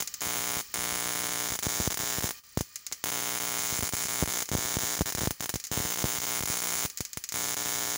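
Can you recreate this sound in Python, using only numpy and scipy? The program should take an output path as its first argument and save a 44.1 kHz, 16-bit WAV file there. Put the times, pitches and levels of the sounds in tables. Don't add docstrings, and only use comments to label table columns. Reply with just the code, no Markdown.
import sys
import numpy as np
from scipy import signal
from scipy.fft import rfft, irfft, next_fast_len
from scipy.io import wavfile
from scipy.ndimage import uniform_filter1d

SR = 44100
rng = np.random.default_rng(int(sys.argv[2]) if len(sys.argv) > 2 else 0)


def waveform_to_disk(signal):
    frames = np.transpose(np.atleast_2d(signal))
    scaled = np.clip(frames, -1, 1) * 32767
    samples = np.round(scaled).astype(np.int16)
    wavfile.write(sys.argv[1], SR, samples)


def gain_from_decibels(decibels):
    exponent = np.asarray(decibels, float) / 20
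    return 10 ** exponent


N = 351477

# time in seconds, step in dB.
DUMPS = [(1.52, -40), (1.6675, -30), (1.8012, -31), (1.8754, -28), (2.1843, -35), (2.242, -31),
         (2.5738, -26), (2.6088, -30), (3.7256, -39), (3.7905, -37.5), (3.826, -35), (4.2256, -25.5),
         (4.5162, -32), (4.5513, -27), (4.769, -29), (5.0092, -25), (5.15, -36.5), (5.2164, -34),
         (5.2736, -27), (5.5403, -35), (5.5576, -35.5), (5.7155, -35), (5.775, -30.5), (5.8515, -37.5),
         (6.0417, -27), (6.407, -39), (6.5008, -36), (6.8513, -36.5), (7.0063, -35.5), (7.173, -40.5)]
# time in seconds, step in dB.
RETURNS = [(1.8083, -38.5), (3.8319, -38), (3.9353, -35.5), (4.2344, -31.5), (4.276, -39.5), (4.5344, -35),
           (4.5845, -39), (4.6511, -42), (4.8344, -40.5), (5.0175, -31), (5.1827, -38.5), (5.2343, -33.5),
           (5.3081, -36), (5.8018, -34.5), (6.053, -38), (6.435, -37.5)]


def colour(x, points):
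    hz, db = np.transpose(points)
    grid = np.maximum(np.fft.rfftfreq(2048, 1 / SR), 1)
    log_gain = np.log(gain_from_decibels(np.interp(np.log(grid), np.log(hz), db)))
    cepstrum = irfft(log_gain)
    half = len(cepstrum) // 2
    cepstrum[1:half] *= 2
    cepstrum[half + 1:] = 0
    response = irfft(np.exp(rfft(cepstrum)))
    return signal.fftconvolve(x, response)[:len(x)]


def clicks(s, size):
    place = np.clip(np.round(s * SR).astype(int), 0, N - 1)
    return np.bincount(place, size, N)


def fade(t, t60_s):
    return np.exp(-np.log(1000) * t / t60_s)


def ring(x, hz, width_hz):
    return signal.lfilter(*signal.iirpeak(hz, hz / width_hz, SR), x)


def sparks(crack_db=0.5, stretch_db=-1.0):
    # breakdown in seconds into the cycle, shift in seconds when stretched,
    # jitter in seconds, crack in dB, fullest spike in dB.
    halves = [
        (.0014, .0015, .00013, -24.5, -24),
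        (.0084, -.0011, .00008, -26, -22),
    ]
    # time in seconds, delay in ms.
    gap = [(.25, .1), (.6, -.1), (.8, .2), (1.0, .1), (1.1, .4), (1.4, .2), (1.6, -.3), (2.2, -.3),
           (3.05, .1), (3.25, -.15), (3.45, 0), (3.7, -.4), (4.6, -.2), (5.1, -.4), (6.2, -.3), (6.8, -.4),
           (7.4, -.1), (7.95, -.2)]
    # start in seconds, stop in seconds, stretch of the arc 0-1, current in dB.
    arcs = [(0, .028, 0.77, -2.5), (.213, .612, 0, 0.5), (.755, 1.005, 0, 1), (1.005, 1.48, 0, 1),
            (1.48, 1.562, 0.74, 0), (1.638, 1.88, 0.02, -1), (1.897, 1.93, .9, 0), (1.988, 2.188, 0, -0.5),
            (2.188, 2.312, 0.5, -1), (3.055, 3.58, 0, 0.66), (3.58, 3.788, 0, -1),
            (3.788, 3.896, 0.4, -1.5), (3.922, 4.03, 0.04, -1.5), (4.03, 4.072, 0.68, -1),
            (4.08, 4.238, 0, -0.5), (4.255, 4.305, 0.04, 0.5), (4.305, 4.43, 0.84, -1),
            (4.522, 4.738, 0.01, -0.5), (4.738, 4.805, 1, 0), (4.805, 5.022, 0.05, -1),
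            (5.055, 5.105, 0.02, -1), (5.172, 5.28, 0.62, -0.5), (5.422, 5.462, 0.2, 0),
            (5.722, 5.888, 0.13, -0.5), (5.888, 6.03, 0.68, -1), (6.038, 6.438, 0, -0.5),
            (6.472, 6.538, 0, -2), (6.538, 6.755, 0.84, -1), (6.755, 6.862, 0.04, -1.5),
            (7.338, 7.962, 0.03, -0.5)]
    misses = [.018, 1.675, 2.201, 2.218, 2.284, 2.301, 3.108, 3.392, 3.801, 3.818, 3.884, 3.958, 4.268,
              4.558, 4.775, 4.958, 4.984, 5.001, 5.201, 5.268, 5.451, 5.951, 5.968, 6.192, 6.208, 6.258,
              6.401, 6.418, 6.608, 7.5552]
    # time in seconds, crack in dB, induced spike in dB.
    restrikes = [(0.2077, -23.5, -35.5), (0.7413, -20, -26), (.7499, -29, -26.5), (1.5902, -24.5, -23),
                 (1.6266, -24, -26.5), (1.6317, -22, -25), (1.943, -23, -25), (1.9736, -22.5, -22.5),
                 (2.5738, -23, -26.5), (2.5904, -26, -32), (2.6088, -22, -28), (2.9156, -45, -32),
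                 (2.9244, -19, -32), (3.0403, -20.5, -19.5), (4.2406, -49, -27), (4.4899, -25.5, -27),
                 (4.5162, -25.5, -26), (5.1235, -23, -26), (5.15, -20, -27), (5.3081, -22, -22.5),
                 (5.4069, -24.5, -23.5), (5.493, -20.5, -23.5), (5.501, -27, -27), (5.5402, -22, -28),
                 (5.5583, -21.5, -29), (5.7155, -22, -28), (6.457, -20.5, -28), (7.0064, -20, -28.5),
                 (7.173, -24.5, -24.5), (7.3224, -22, -28.5)]
    # time in seconds, crack in dB.
    cold_snaps = [(.075, -22), (.141, -22.5), (2.7582, -23), (2.8663, -23), (4.457, -31), (5.398, -35),
                  (4.485, -37), (5.6003, -28), (5.6403, -25), (5.651, -27), (5.6695, -28), (5.676, -40),
                  (5.689, -44), (6.9, -28), (6.9739, -23), (6.9847, -29), (7.0513, -25), (7.132, -25.5),
                  (7.2398, -22.5), (7.29, -23), (7.3162, -45)]
    mains_hz, mains_slip = 60, .00005
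    stretch_jitter_s = .0005
    crack_per_current = -1.1
    sag_db = 2.4

    cycle = np.arange(int(N / SR * mains_hz) + 1)[:, None] / mains_hz
    at, shift, jitter, crack_level, spike_level = (np.ravel(v + 0 * cycle) for v in np.transpose(halves))
    s = (at + np.repeat(cycle, 2)) * (1 + mains_slip)
    s[::2] += np.interp(s[::2], *np.transpose(gap)) / 1000

    start, stop, stretch, current_db = np.transpose(arcs)
    k = np.searchsorted(start, s) - 1
    missed = np.abs(s[:, None] - misses).min(axis=1) <= .004
    lit = (s < stop[k]) & ~missed
    far = np.clip(stretch[k], 0, 1)
    chance = rng.standard_normal((len(s), 3)).T
    strike_s = s + far * shift + (jitter + stretch_jitter_s * far) * chance[0]
    crack_level = crack_level + crack_per_current * current_db[k] + (crack_db + stretch_db * far) * chance[1]
    spike_level = spike_level + current_db[k] - sag_db * np.abs(chance[2])
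    arc_rows = np.array([strike_s, crack_level, spike_level]).T

    snap_rows = [(t, db, db - 25) for t, db in cold_snaps]
    rows = np.vstack([arc_rows[lit], restrikes, snap_rows]).T
    jump_s = np.transpose(DUMPS + RETURNS)[0]
    rows[0, np.abs(rows[0][:, None] - jump_s).argmin(axis=0)] = jump_s
    return rows


def room(count, early_db, early_t60, late_db, late_t60, wander):
    # delay in seconds, level in dB.
    echoes = [(.0009, -20), (.0028, 3.5), (.0043, -5), (.0058, 1)]
    t = np.arange(SR // 2) / SR
    noise = rng.standard_normal(len(t)) + wander * rng.standard_normal((count, len(t)))
    near = gain_from_decibels(-12.5) * fade(t, 0.0046)
    early = gain_from_decibels(early_db) * fade(t, early_t60)
    late = gain_from_decibels(late_db) * fade(t, late_t60)
    out = noise * (near + early + late)
    out[:, 0] = -1
    for s, db in echoes:
        out[:, int(s * SR)] -= gain_from_decibels(db)
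    spectrum = rfft(out)
    broad = uniform_filter1d(np.mean(np.abs(spectrum) ** 2, axis=0), size=110)
    return irfft(spectrum * np.sqrt(broad.mean() / broad))[:, :len(t) * 3 // 4]


def through(s, size, paths):
    pick = (2 * s + 2 * rng.random(len(s))).astype(int) % len(paths)
    return sum(signal.fftconvolve(clicks(s, size * (pick == k)), p)[:N] for k, p in enumerate(paths))


def crack(s, db, spike_db):
    # frequency in Hz, gain in dB.
    bench_ring = [(900, -34.5), (2100, -21), (3300, -26.5), (4700, -17.5), (5700, -14.5), (6800, -10),
                  (7600, -14), (8200, -24), (11000, -27.5)]
    # frequency in Hz, gain in dB.
    heat = [(400, -17), (1500, -21), (2200, -15), (3400, -20.5), (8300, -21.5), (9100, -9.5),
            (10300, -10.5), (11800, -21), (13800, -18), (14900, -4.5), (15600, -6.5)]
    hot = np.clip((spike_db + 37.0) / 14, .08, 1)
    push = clicks(s, gain_from_decibels(db) * (1.07 * hot - 1))
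    snap = signal.sosfiltfilt(signal.butter(1, 4200, "high", fs=SR, output="sos"), push)
    body_paths = room(count=6, early_db=-17, early_t60=0.051, late_db=-28.5, late_t60=0.28, wander=.6)
    body = through(s, gain_from_decibels(db), body_paths)
    fizz_paths = room(count=6, early_db=-20, early_t60=.03, late_db=-30, late_t60=.28, wander=.9)
    fizz = through(s, -gain_from_decibels(db) * hot, fizz_paths)
    return gain_from_decibels(13.0) * snap + gain_from_decibels(23.5) * colour(body, bench_ring) + gain_from_decibels(20.5) * colour(fizz, heat)


def pickup(s, crack_db, db, stray_db=-33):
    leaks = [.268, .568, .785, 0.919, 1.503, 2, 2.034, 4.053, 4.99, 5.059, 5.405, 6.185, 7.342]
    leak_db = -44
    size = np.sqrt(np.maximum(gain_from_decibels(2 * db) - gain_from_decibels(2 * (crack_db - 17)), 0))
    spike = signal.lfilter([1], [1, -.74], clicks(s, size))
    spike = spike - 0.28 * signal.lfilter([.035], [1, -.965], spike)

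    dump_s, dump_db = np.transpose(DUMPS)
    return_s, return_db = np.transpose(RETURNS)
    jumps = clicks(dump_s, gain_from_decibels(dump_db)) - clicks(return_s, gain_from_decibels(return_db))
    jumps = jumps + gain_from_decibels(leak_db) * clicks(np.array(leaks), None)
    jumps = jumps + clicks(s, size * gain_from_decibels(stray_db) * rng.standard_normal(len(s)))
    steps = uniform_filter1d(np.cumsum(jumps), size=17, origin=5)
    return gain_from_decibels(9.5) * spike + gain_from_decibels(16.5) * steps


def shop(level_db=-57):
    # frequency in Hz, density in dB per Hz.
    hiss_tone = [(40, 10.5), (124, -12.5), (700, -24.5), (1800, -14), (3000, -16.5), (3740, -15),
                 (4400, -7.5), (7600, -10), (8400, -32), (10000, -29), (13600, -39), (15000, -4)]
    hiss = colour(rng.standard_normal(N), hiss_tone)
    whine = sum(ring(rng.standard_normal(N), hz, width_hz=45) for hz in (1195, 1865, 2440, 3050))
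    return gain_from_decibels(level_db) * (hiss / hiss.std() + gain_from_decibels(3) * whine)


def corona(level_db=-51):
    tick_s = [.674, .7, .717, 2.383, 2.44, 2.45, 2.467, 2.491, 2.501, 2.524, 2.533, 2.551, 2.691, 2.701,
              2.726, 2.742, 2.775, 2.792, 2.809, 2.825, 7.091, 7.102]
    t = np.arange(SR // 20) / SR
    ticks = clicks(np.array(tick_s), gain_from_decibels(level_db + 2.1 * rng.standard_normal(len(tick_s))))
    bursts = signal.fftconvolve(ticks, rng.standard_normal(len(t)) * fade(t, 0.019))[:N]
    return ring(ring(bursts, 8500, 4500), 8500, 4500)


def suppressor():
    # time in seconds, gain in dB.
    gate = [
        (2.39, 13.5),
        (2.42, -3),
        (2.434, -6),
        (2.437, 8.5),
    ]
    return gain_from_decibels(np.interp(np.arange(N) / SR, *np.transpose(gate)))


def scene():
    s, crack_db, spike_db = sparks()
    background = suppressor() * (shop() + corona())
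    mix = crack(s, crack_db, spike_db) + pickup(s, crack_db, spike_db) + background
    return mix[None]


def roll_off(x):
    return signal.sosfilt(signal.butter(12, 17130, fs=SR, output="sos"), x)


def record(dry):
    dry = dry - 0.37 * ring(dry, 8170, width_hz=380)
    low_cut = [signal.butter(2, hz, "high", fs=SR, output="sos") for hz in (95, 50)]
    size = next_fast_len(N)
    spectrum = rfft(signal.sosfilt(np.vstack(low_cut), dry), size)
    spectrum *= np.clip((15860 - np.fft.rfftfreq(size, 1 / SR)) / 120, 0, 1)
    return roll_off(irfft(spectrum, size)[:, :N])


dry = scene()
out = record(dry)
waveform_to_disk(out)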